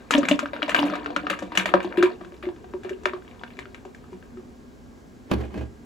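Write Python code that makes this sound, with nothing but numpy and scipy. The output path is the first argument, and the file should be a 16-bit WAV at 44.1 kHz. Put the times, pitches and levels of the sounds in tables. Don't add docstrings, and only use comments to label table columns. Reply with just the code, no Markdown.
import sys
import numpy as np
from scipy import signal
from scipy.fft import rfft, irfft, next_fast_len
from scipy.io import wavfile

SR = 44100
rng = np.random.default_rng(int(sys.argv[2]) if len(sys.argv) > 2 else 0)


def persist_wave(psi):
    counts = np.round(np.clip(psi, -1, 1) * 32767).astype(np.int16)
    wavfile.write(sys.argv[1], SR, np.atleast_2d(counts).T)


N = 257984


def amp(db):
    return 10 ** (np.asarray(db) / 20)


def rms_one(x):
    return x / np.sqrt(np.mean(x ** 2) + 1e-20)


def in_time(rows):
    s, *columns = np.transpose(rows)
    return [np.interp(np.arange(N) / SR, s, c) for c in columns]


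def at_hz(points, hz):
    table_hz, values = np.transpose(points)
    return np.interp(np.log(hz), np.log(table_hz), values)


def add(track, s, sound):
    i = round(s * SR)
    track[..., i:i + sound.shape[-1]] += sound[..., :N - i]


def butter(x, hz, kind, order=2):
    return signal.sosfilt(signal.butter(order, hz, kind, fs=SR, output="sos"), x)


def sine(turns):
    return np.sin(2 * np.pi * turns)


def swell_in(t, rise_s):
    return 1 - np.exp(-t / rise_s)


def ring(x, hz, t60):
    r, w = amp(-60 / (t60 * SR)), 2 * np.pi * hz / SR
    return signal.lfilter([0, np.sin(w)], [1, -2 * r * np.cos(w), r * r], x + 1e-18)


def drift(rate_hz):
    r = np.exp(-80 * np.pi * rate_hz / SR)
    noise = rng.standard_normal(N // 40 + 2002)
    slow = signal.lfilter([1], [1, -2 * r, r * r], noise)[2000:]
    return np.interp(np.arange(N) / 40, np.arange(len(slow)), rms_one(slow))


def pair(length, alike):
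    mid, side = rng.standard_normal((2, length))
    alike = np.clip(alike, -1, 1)
    return np.sqrt(.5 + alike / 2) * mid + np.sqrt(.5 - alike / 2) * side * [[1], [-1]]


def coloured(spectrum, likeness, patchy_db):
    out, edges = 0, 25 * 2 ** np.arange(0, 9.6, .5)
    white = rng.standard_normal((2, 2, N))
    for k, (low, high) in enumerate(zip(edges, edges[1:])):
        mid, side = butter(white[k % 2], [low, high], "band")
        hz = np.sqrt(low * high)
        alike = np.clip(at_hz(likeness, hz), -1, 1)
        gain = amp(at_hz(spectrum, hz) + patchy_db * drift(8.4))
        out = out + gain * (np.sqrt(1 + alike) * mid + np.sqrt(1 - alike) * side * [[1], [-1]])
    return rms_one(out)


# pitch in Hz, relative level in dB per Hz.
KITCHEN = [(20, -25), (59, -6.5), (175, -11), (242, -8.5), (439, -17.5), (607, -20), (1650, -30),
           (2600, -36.5), (4900, -40), (7500, -40.5), (11000, -50), (16000, -50.5)]
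# pitch in Hz, likeness (1 is equal).
KITCHEN_LIKENESS = [(60, .9), (130, 0), (290, .7), (640, 0), (1400, 0), (3100, .5), (7000, .95)]
# pitch in Hz, speed of the wavering in Hz, level in dB.
HUM = [(65, 12, -64.5), (240.1, 20, -53.5), (415.5, 65, -63), (1630, 3.8, -74)]
KITCHEN_DB = -48


def refrigerator():
    t, tones = np.arange(N) / SR, 0
    for hz, width_hz, db in HUM:
        waver = 1 + drift(width_hz) + 1j * drift(width_hz)
        tones = tones + amp(db) * (np.exp(2j * np.pi * hz * t) * waver).real
    return tones + amp(KITCHEN_DB) * coloured(KITCHEN, KITCHEN_LIKENESS, patchy_db=.4)


ROOM_T60_S, ROOM_DB, WALL_CUT_HZ = 0.18, -8.5, 2400


def room(x):
    size = next_fast_len(N + SR)
    hz = np.fft.rfftfreq(size, 1 / SR)
    spectrum, out = rfft(x, size), np.zeros((2, len(hz)), complex)
    for k, lag in enumerate(rng.uniform(.012, .04, 16)):
        dulling = 1 / (1 + 1j * hz / WALL_CUT_HZ)
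        loop = amp(-60 * lag / ROOM_T60_S) * dulling * np.exp(-2j * np.pi * hz * lag)
        out[k % 2] += loop / (1 - loop) * (-1) ** (k // 2)
    return irfft(out * spectrum, size)[:, :N]


# start in seconds, level in dB,
# rattle in dB against that level, boom gain in dB against that level, favoured pitch in Hz.
KNOCKS = [(5.314, -27, 6, 7.5, 400), (5.336, -34, -2.5, 2, 200), (5.436, -40, -1.5, 5, 635),
          (5.542, -40, 3, 5, 416), (5.556, -35, -14, 9.5, 201), (5.576, -40.5, 5, 0, 378),
          (5.609, -39.5, -2.5, 1, 614)]
# pitch in Hz, relative level in dB, seconds to fall 60 dB.
COUNTER = [(195, 5.5, 0.28), (290.4, -1, 0.21), (329.6, 4, 0.28), (407, -7, 0.58), (624, 2.5, 0.11),
           (815, -2, 0.12), (1610, -2, 0.14), (2520, 6, 0.065), (3010, -2, 0.081)]
# pitch in Hz, relative level in dB.
BOOM = [(70, 3.5), (116, -2.5)]
# time in seconds, level in dB.
SLIDE = [(5.27, -54), (5.31, -40), (5.42, -38.5), (5.5, -46.5), (5.54, -41.5), (5.64, -43), (5.7, -67)]
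# pitch in Hz, relative level in dB per Hz.
SCRAPE = [(100, -17), (250, 6), (600, -5.5), (1300, -15.5), (2600, -20.5), (5000, -34), (15000, -47.5)]
CONTACT_S = 0.0016
FAVOUR_DB_PER_OCTAVE = 4.5


def container():
    out, t = np.zeros((2, N)), np.arange(SR // 3) / SR
    (slide_db,) = in_time([(0, -120), (5.2, -120)] + SLIDE)
    rub = amp(slide_db)
    for s, peak_db, rattle_db, boom_db, favoured_hz in KNOCKS:
        blow = swell_in(t, CONTACT_S) * amp(rng.normal(0, 1.1, (2, 1)))
        rings = 0
        for hz, db, t60 in COUNTER:
            far_db = FAVOUR_DB_PER_OCTAVE * abs(np.log2(hz / favoured_hz))
            turns = hz * rng.normal(1, 0.0152) * t + rng.random() + rng.normal(0, 0.037, (2, 1))
            rings = rings + blow * amp(db - far_db - 60 * t / t60) * sine(turns)
        late_swell = (t / 0.1) ** 2 * np.exp(2 - 2 * t / 0.054)
        boom = sum(amp(db) * late_swell * sine(hz * t + rng.random()) for hz, db in BOOM)
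        add(out, s, amp(peak_db) * butter(rings, [170, 5000], "band") + amp(peak_db + boom_db) * boom)
        add(rub, s, amp(peak_db + rattle_db - 60 * t / 0.098))
    scrape = coloured(SCRAPE, [(100, 0.3), (3000, 0.67)], patchy_db=-1.5)
    rough = amp(2.66 * drift(40))
    return (out + rub * rough * scrape) * amp([[-1], [1]])


# time in seconds, spatter level in dB, air murmur level in dB.
SPATTER = [(0, -54, -40), (.1, -55, -80), (.2, -39, -27), (.5, -51.5, -45), (.9, -37, -35),
           (1.3, -43.5, -41.5), (1.5, -52, -46.5), (1.7, -41, -35.5), (2.1, -43.5, -42.5),
           (2.3, -61.5, -52), (3, -59, -43), (3.6, -59, -62), (4.5, -66.5, -54.5)]


def spatter(level_db):
    sizes = amp(3.6 * np.minimum(rng.exponential(1, N), 4)) * rng.choice([-1, 1], N)
    born = rng.random(N) < 2600 * amp(4 * drift(12)) / SR
    pitches, dealt = np.geomspace(450, 4400, 16), rng.integers(0, 16, N)
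    drops = []
    for k, hz in enumerate(pitches):
        clicks = sizes * born * (dealt == k)
        ringing = ring(ring(clicks, hz, 18.0 / hz), hz, 9.0 / hz)
        drops.append(rms_one(ringing) * (hz / 1000) ** -.7)
    sides = rng.uniform(.4, 1.6, 16)
    both = np.array([np.dot(sides, drops), np.dot(2 - sides, drops)])
    return amp(level_db) * rms_one(both)


# start in seconds, level in dB.
THUMPS = [(0.289, -19.5), (0.717, -30.5), (0.831, -23.5), (0.899, -24), (1.163, -27.5), (1.304, -27),
          (1.425, -26.5), (1.574, -17.5), (1.6559, -25), (1.7349, -16), (1.8434, -26.5), (1.969, -25.5),
          (2.207, -34), (4.13, -30.5)]
THUMP_HZ, THUMP_T60_S = 193.2, 0.16


def thumps():
    out, t = np.zeros(N), np.arange(SR // 5) / SR
    for s, peak_db in THUMPS:
        add(out, s, amp(peak_db - 60 * t / THUMP_T60_S) * swell_in(t, 0.012) * sine(THUMP_HZ * t))
    return out


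# start in seconds, level in dB, first pitch in Hz, last pitch in Hz.
PLUNGES = [(0.5335, -31.5, 1600, 606), (1.4226, -28.5, 1520, 504.7), (1.7389, -5.5, 1876, 540),
           (2.209, -37, 1630, 636), (2.736, -42, 1490, 592)]
PLUNGE_FALL_S, PLUNGE_T60_S = 0.0011, 0.053
BUBBLE_SWELL_S = 0.00025


def plunges():
    out, t = np.zeros(N), np.arange(SR // 10) / SR
    for s, peak_db, start_hz, end_hz in PLUNGES:
        turns = end_hz * t + (start_hz - end_hz) * PLUNGE_FALL_S * swell_in(t, PLUNGE_FALL_S)
        add(out, s, amp(peak_db - 60 * t / PLUNGE_T60_S) * swell_in(t, BUBBLE_SWELL_S) * sine(turns))
    return out


AFTER_COUNT, AFTER_WITHIN_S, AFTER_DB = 8, 0.03, -6.5
AFTER_RISE = 0.74
BUBBLE_CYCLES = 22
SPLASH_T60_S = 0.17


def after_bubbles():
    out, t = np.zeros((2, N)), np.arange(SR // 32) / SR
    for s, peak_db, gob_hz, _, splash_db in SLAPS:
        for late, pitch, size, side in rng.random((AFTER_COUNT, 4)):
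            hz, late_s = gob_hz * 2 ** (1.6 * (pitch - .4)), late * AFTER_WITHIN_S
            envelope = swell_in(t, 2 / hz) * amp(-60 * t * hz / BUBBLE_CYCLES)
            blip = envelope * sine(hz * t * (1 + AFTER_RISE * t))
            db = peak_db + splash_db + AFTER_DB + 12 * (size - .5) - 60 * late_s / SPLASH_T60_S
            add(out, s + 0.024 + late_s, amp(db) * blip * [[.5 + side], [1.5 - side]])
    return out


# time in seconds, level in dB, cross mode in dB against that level.
GLUGS = [(0.124, -26, -12), (0.152, -11.5, 1.5), (0.184, -13.5, 9), (0.234, -24, -14), (0.316, -11.5, 5.5),
         (0.433, -27.5, 12), (0.536, -50.5, 30), (0.631, -24, 5.5), (0.688, -43, 27.5),
         (0.763, -31.5, 12.5), (0.793, -21, 4), (0.817, -21.5, -11), (0.841, -17.5, -2), (0.887, -29, -6),
         (0.93, -33, 15.5), (1.167, -28.5, 10), (1.238, -32, 3.5), (1.31, -32.5, 15), (1.424, -30.5, 7),
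         (1.578, -32.5, -9), (1.663, -40.5, 21.5), (1.746, -14.5, 6), (1.85, -22, -33), (1.982, -11.5, -11),
         (2.009, -13, -15), (2.035, -8.5, -11.5), (2.215, -35.5, -1.5), (2.262, -37, -17), (2.327, -38, 0),
         (2.44, -33.5, 3), (2.472, -21, -9), (2.501, -33, -5), (2.744, -24.5, -5.5), (2.853, -27.5, -7),
         (2.912, -24, -5.5), (3.061, -23.5, 5.5), (3.137, -27.5, -1.5), (3.586, -37.5, -8),
         (3.663, -40, -3), (3.857, -36, 0), (4.129, -35, -22), (4.376, -34, -28)]
# time in seconds, pitch in Hz.
AIR = [(0, 266.2), (.35, 280.6), (1.2, 303.6), (2, 342.5), (2.45, 355.2), (2.75, 371.7), (4.5, 378.2)]
GLUG_RISE_S, GLUG_T60_S = 0.0012, 0.084
GLUG_SAG, GLUG_SAG_S, GLUG_SCATTER = 0.08, 0.015, 0.026
TWIN_GAP_HZ, TWIN_SHARE = 27, .55
CROSS_HZ, CROSS_T60_S, CROSS_SCATTER = 558.8, 0.061, 0.035


def glugs(air_db):
    out, t = np.zeros(N), np.arange(SR // 5) / SR
    for (s, peak_db, cross_db), phase in zip(GLUGS, rng.uniform(0, 2 * np.pi, (len(GLUGS), 3))):
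        hz = np.interp(s, *np.transpose(AIR)) * (1 + GLUG_SCATTER * np.sin(phase[2]))
        bent = t + GLUG_SAG * GLUG_SAG_S * swell_in(t, GLUG_SAG_S)
        swell = swell_in(t, GLUG_RISE_S) * amp(-60 * t / GLUG_T60_S)
        twins = swell * (1 - TWIN_SHARE * np.exp(2j * np.pi * TWIN_GAP_HZ * t))
        carrier = np.exp(2j * np.pi * (hz - TWIN_GAP_HZ / 2) * bent + 1j * phase[0])
        note = (twins / abs(twins).max() * carrier).real
        cross_hz = CROSS_HZ * (1 + CROSS_SCATTER * np.cos(phase[2]))
        cross_swell = swell_in(t, 0.0027) ** 2 * amp(cross_db - 60 * t / CROSS_T60_S)
        cross = cross_swell * np.sin(2 * np.pi * cross_hz * bent + phase[1])
        add(out, s - .005, amp(peak_db) * (note + cross))
    carrier = np.exp(2j * np.pi * np.cumsum(in_time(AIR)[0]) / SR)
    murmur = carrier * (drift(61) + 1j * drift(24))
    return out + amp(air_db) * murmur.real / np.sqrt(2)


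# pitch in Hz, relative level in dB, seconds to fall 60 dB.
PITCHER = [(753, 0, .06), (936, 0, .06), (1292, -2, .045), (1555, 0, .055), (1825, -2, .05), (2312, 1, .05),
           (2910, 1, .04), (3381, 0, .035), (3900, -3, .03)]


def pitcher(x):
    modes = sum(amp(db) * ring(x, hz, t60) * (-1) ** k for k, (hz, db, t60) in enumerate(PITCHER))
    return x + amp(-45) * modes


# start in seconds, level in dB, bubble pitch in Hz,
# treble in dB against that level, splash in dB against that level.
SLAPS = [(0.1079, -7, 1355, -6.5, -1.5), (0.1384, -2.5, 3070, -22, -14), (0.151, -8.5, 3030, -50, -9),
         (0.18, -17.5, 580, -0.5, -11.5), (0.2311, -17.5, 1230, -29, -2.5), (0.2526, -15, 2090, -17, -11),
         (0.286, -10.5, 2360, -8, 1.5), (0.313, -7.5, 2850, -23, -14), (0.3914, -10, 1400, -11.5, -9.5),
         (0.429, -27.5, 3200, -50, 0), (0.4576, -18, 1440, -27, -16), (0.5334, -22, 916, -37, -1),
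         (0.564, -22.5, 1430, -46, -11), (0.6204, -13, 1370, -28, -22.5), (0.6286, -7, 3150, -36, -19),
         (0.6798, -21.5, 905, -18, -0.5), (0.6934, -12, 1780, -11.5, -2), (0.7459, -1.5, 1570, -23, -8),
         (0.7633, -9.5, 3000, -39, -3), (0.787, -9, 850, -31, -22), (0.7909, -9.5, 2930, -48, -4),
         (0.829, -15, 850, -38, -3.5), (0.853, -31, 3730, -45, 11.5), (0.899, -21, 1350, -39, -3),
         (0.9363, -18.5, 1200, -47, -3), (0.9541, -19.5, 1460, -17, -6.5), (1.044, -32, 1587, -13, -6),
         (1.06, -12.5, 1390, -29, -20), (1.104, -23, 694, -25, -22), (1.163, -5, 1420, -20, -17),
         (1.2678, -13, 1280, -43, -16), (1.2993, -16.5, 1510, -14.5, 5), (1.3896, -26, 1620, -6.5, -1),
         (1.4237, -36, 716, -10, 7.5), (1.5197, -26, 920, -34, 0), (1.552, -25.5, 990, -10, 9),
         (1.574, -0.5, 2160, -9, -9), (1.5975, -12, 2290, -35, -7), (1.657, -10, 1860, -17, -3),
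         (1.7387, -4.5, 1260, -28, -14.5), (1.8038, -20, 1500, -45, -9.5), (1.828, -36, 2485, -13, 10.5),
         (1.8453, -21, 815, -19.5, -12), (1.9246, -25, 1480, -53, -20), (1.9731, -25, 1610, -28, 8),
         (2.0262, -7.5, 1365, -17, -4), (2.211, -34, 1172, -35, -3.5), (2.248, -32, 1460, -17, -10),
         (2.321, -35.5, 865, -29, -12), (2.342, -42, 3430, -46, 2), (2.4264, -31.5, 1210, -55, 6.5),
         (2.455, -30, 2020, -27, -10), (2.4883, -27.5, 830, -38, -18), (2.5625, -36.5, 1330, -25, -34),
         (2.643, -32.5, 760, -35, -17), (2.737, -27, 890, -45, -25), (2.834, -38, 1630, -8, 1),
         (2.847, -29, 777, -44, 0), (2.8935, -26.5, 1820, -11.5, -4), (3.034, -39, 1080, -5, -1),
         (3.0555, -6.5, 1337, -19.5, -12), (3.1341, -22.5, 1115, -50, -9), (3.2218, -41, 1500, -40, -13),
         (3.2484, -43, 1880, -43, -4), (3.2786, -39, 2250, -32, -7), (3.3121, -39, 2220, -33, -2),
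         (3.3948, -39, 3450, -27, -11), (3.413, -34, 836, -42, -20), (3.4354, -19.5, 1483, -47, -19),
         (3.478, -41, 2900, -40, -4), (3.5045, -40, 2210, -30, 4), (3.569, -37, 2173, -13, -6),
         (3.5901, -22, 2070, -14.5, -7.5), (3.6554, -31.5, 1400, -44, -14), (3.7455, -28, 1970, -15.5, -6),
         (3.8511, -33, 777, -9, -12), (3.9475, -35, 1720, -8, -9), (4.0412, -40.5, 1310, -28, -10),
         (4.13, -37.5, 880, -19, -8), (4.226, -42, 1570, -24, -5), (4.372, -41, 1300, -23, -8)]
SPLASH_LIKENESS = .6
CRACK_RISE_S, CRACK_FOLLOWS = 0.0003, 0.17
STRIKE_DB, STRIKE_DB_PER_OCTAVE, STRIKE_SCATTER_DB = -12.5, 11, 3.5
STRIKE_RING, STRIKE_SWELL_HZ = 0.46, 1500


def slaps():
    (out, wide, bright), t = np.zeros((3, 2, N)), np.arange(SR // 7) / SR
    modes_hz, strikes = np.array(PITCHER)[:, 0], np.zeros((len(PITCHER), N))
    lumps = amp(2.41 * drift(110))
    for s, peak_db, hz, treble_db, splash_db in SLAPS:
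        i = round(s * SR)
        crack_db = CRACK_FOLLOWS * splash_db - 1.5 - 60 * t / 0.05
        crack = pair(len(t), 0.93) * amp(crack_db) * swell_in(t, CRACK_RISE_S)
        splash = pair(len(t), SPLASH_LIKENESS) * amp(splash_db - 60 * t / SPLASH_T60_S) * lumps[i:][:len(t)]
        glide = 0.4 * swell_in(t, 0.23 / hz)
        turns = hz * t + glide + rng.normal(0, 0.19, (2, 1))
        envelope = swell_in(t, BUBBLE_SWELL_S) ** 2 * amp(-60 * t * hz / BUBBLE_CYCLES)
        bubble = 1.1 * envelope * sine(turns)
        wash = butter(splash, [hz / 1.5, hz * 1.5], "band", order=1) / np.sqrt(hz / 1500)
        far_db = STRIKE_DB_PER_OCTAVE * abs(np.log2(modes_hz / hz))
        near_db = STRIKE_DB - far_db + rng.normal(0, STRIKE_SCATTER_DB, len(modes_hz))
        strikes[:, i] += amp(peak_db + near_db) * rng.choice([-1, 1], len(near_db))
        add(wide, s, amp(peak_db) * (crack + splash))
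        add(bright, s, amp(peak_db + treble_db) * (crack + splash / 3))
        add(out, s, amp(peak_db) * (bubble + amp(-12.0) * wash))
    wide = butter(butter(wide + 1e-18, [500, 4200], "band"), 3400, "low")
    bright = butter(bright + 1e-18, [5600, 7800], "band", order=1)
    bright = butter(bright, [4500, 9000], "band", order=1)
    struck = 0
    for clicks, (hz, db, t60) in zip(strikes, PITCHER):
        struck = struck + amp(db) * (hz / 1000) * ring(clicks, hz, STRIKE_RING * t60)
    return out + amp(-6.5) * wide + bright, butter(struck, STRIKE_SWELL_HZ, "low", order=1)


# pitch in Hz, left minus right in dB.
POUR_BALANCE = [(60, -1), (180, 1.5), (550, 3.5), (2000, 5), (4500, 2.5), (8000, 0)]


def scene():
    spatter_db, air_db = in_time(SPATTER + [(4.7, -90, -90)])
    wet, struck = slaps()
    inside = wet + plunges() + after_bubbles() + thumps() + spatter(spatter_db)
    pour = butter(struck + pitcher(inside) + glugs(air_db), 120, "high")
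    lean = amp(at_hz(POUR_BALANCE, np.fft.rfftfreq(N, 1 / SR) + 1) / 2)
    pour = irfft(rfft(pour) * [lean, 1 / lean], N)
    near = pour + container()
    return near + amp(ROOM_DB) * room(near.mean(0)) + refrigerator()


# pitch in Hz, half turns by which the left leads.
PHASE_TURNS = [(0, 0), (1400, .33), (4800, 0), (7900, 0), (8400, -1), (9600, -1), (10100, -2), (12200, -2),
               (12600, -3), (14000, -3), (14500, -4)]
OVERLOAD, CUTOFF_HZ = 1.1, 16900


def record(dry):
    half_turns = np.interp(np.fft.rfftfreq(N, 1 / SR), *np.transpose(PHASE_TURNS))
    turn = np.exp(.5j * np.pi * half_turns)
    channels = irfft(rfft(dry) * [turn, 1 / turn], N)
    rounded = OVERLOAD * np.tanh(channels / OVERLOAD)
    return signal.sosfilt(signal.cheby2(16, 90, CUTOFF_HZ, fs=SR, output="sos"), rounded)


dry = scene()
out = record(dry)
persist_wave(out)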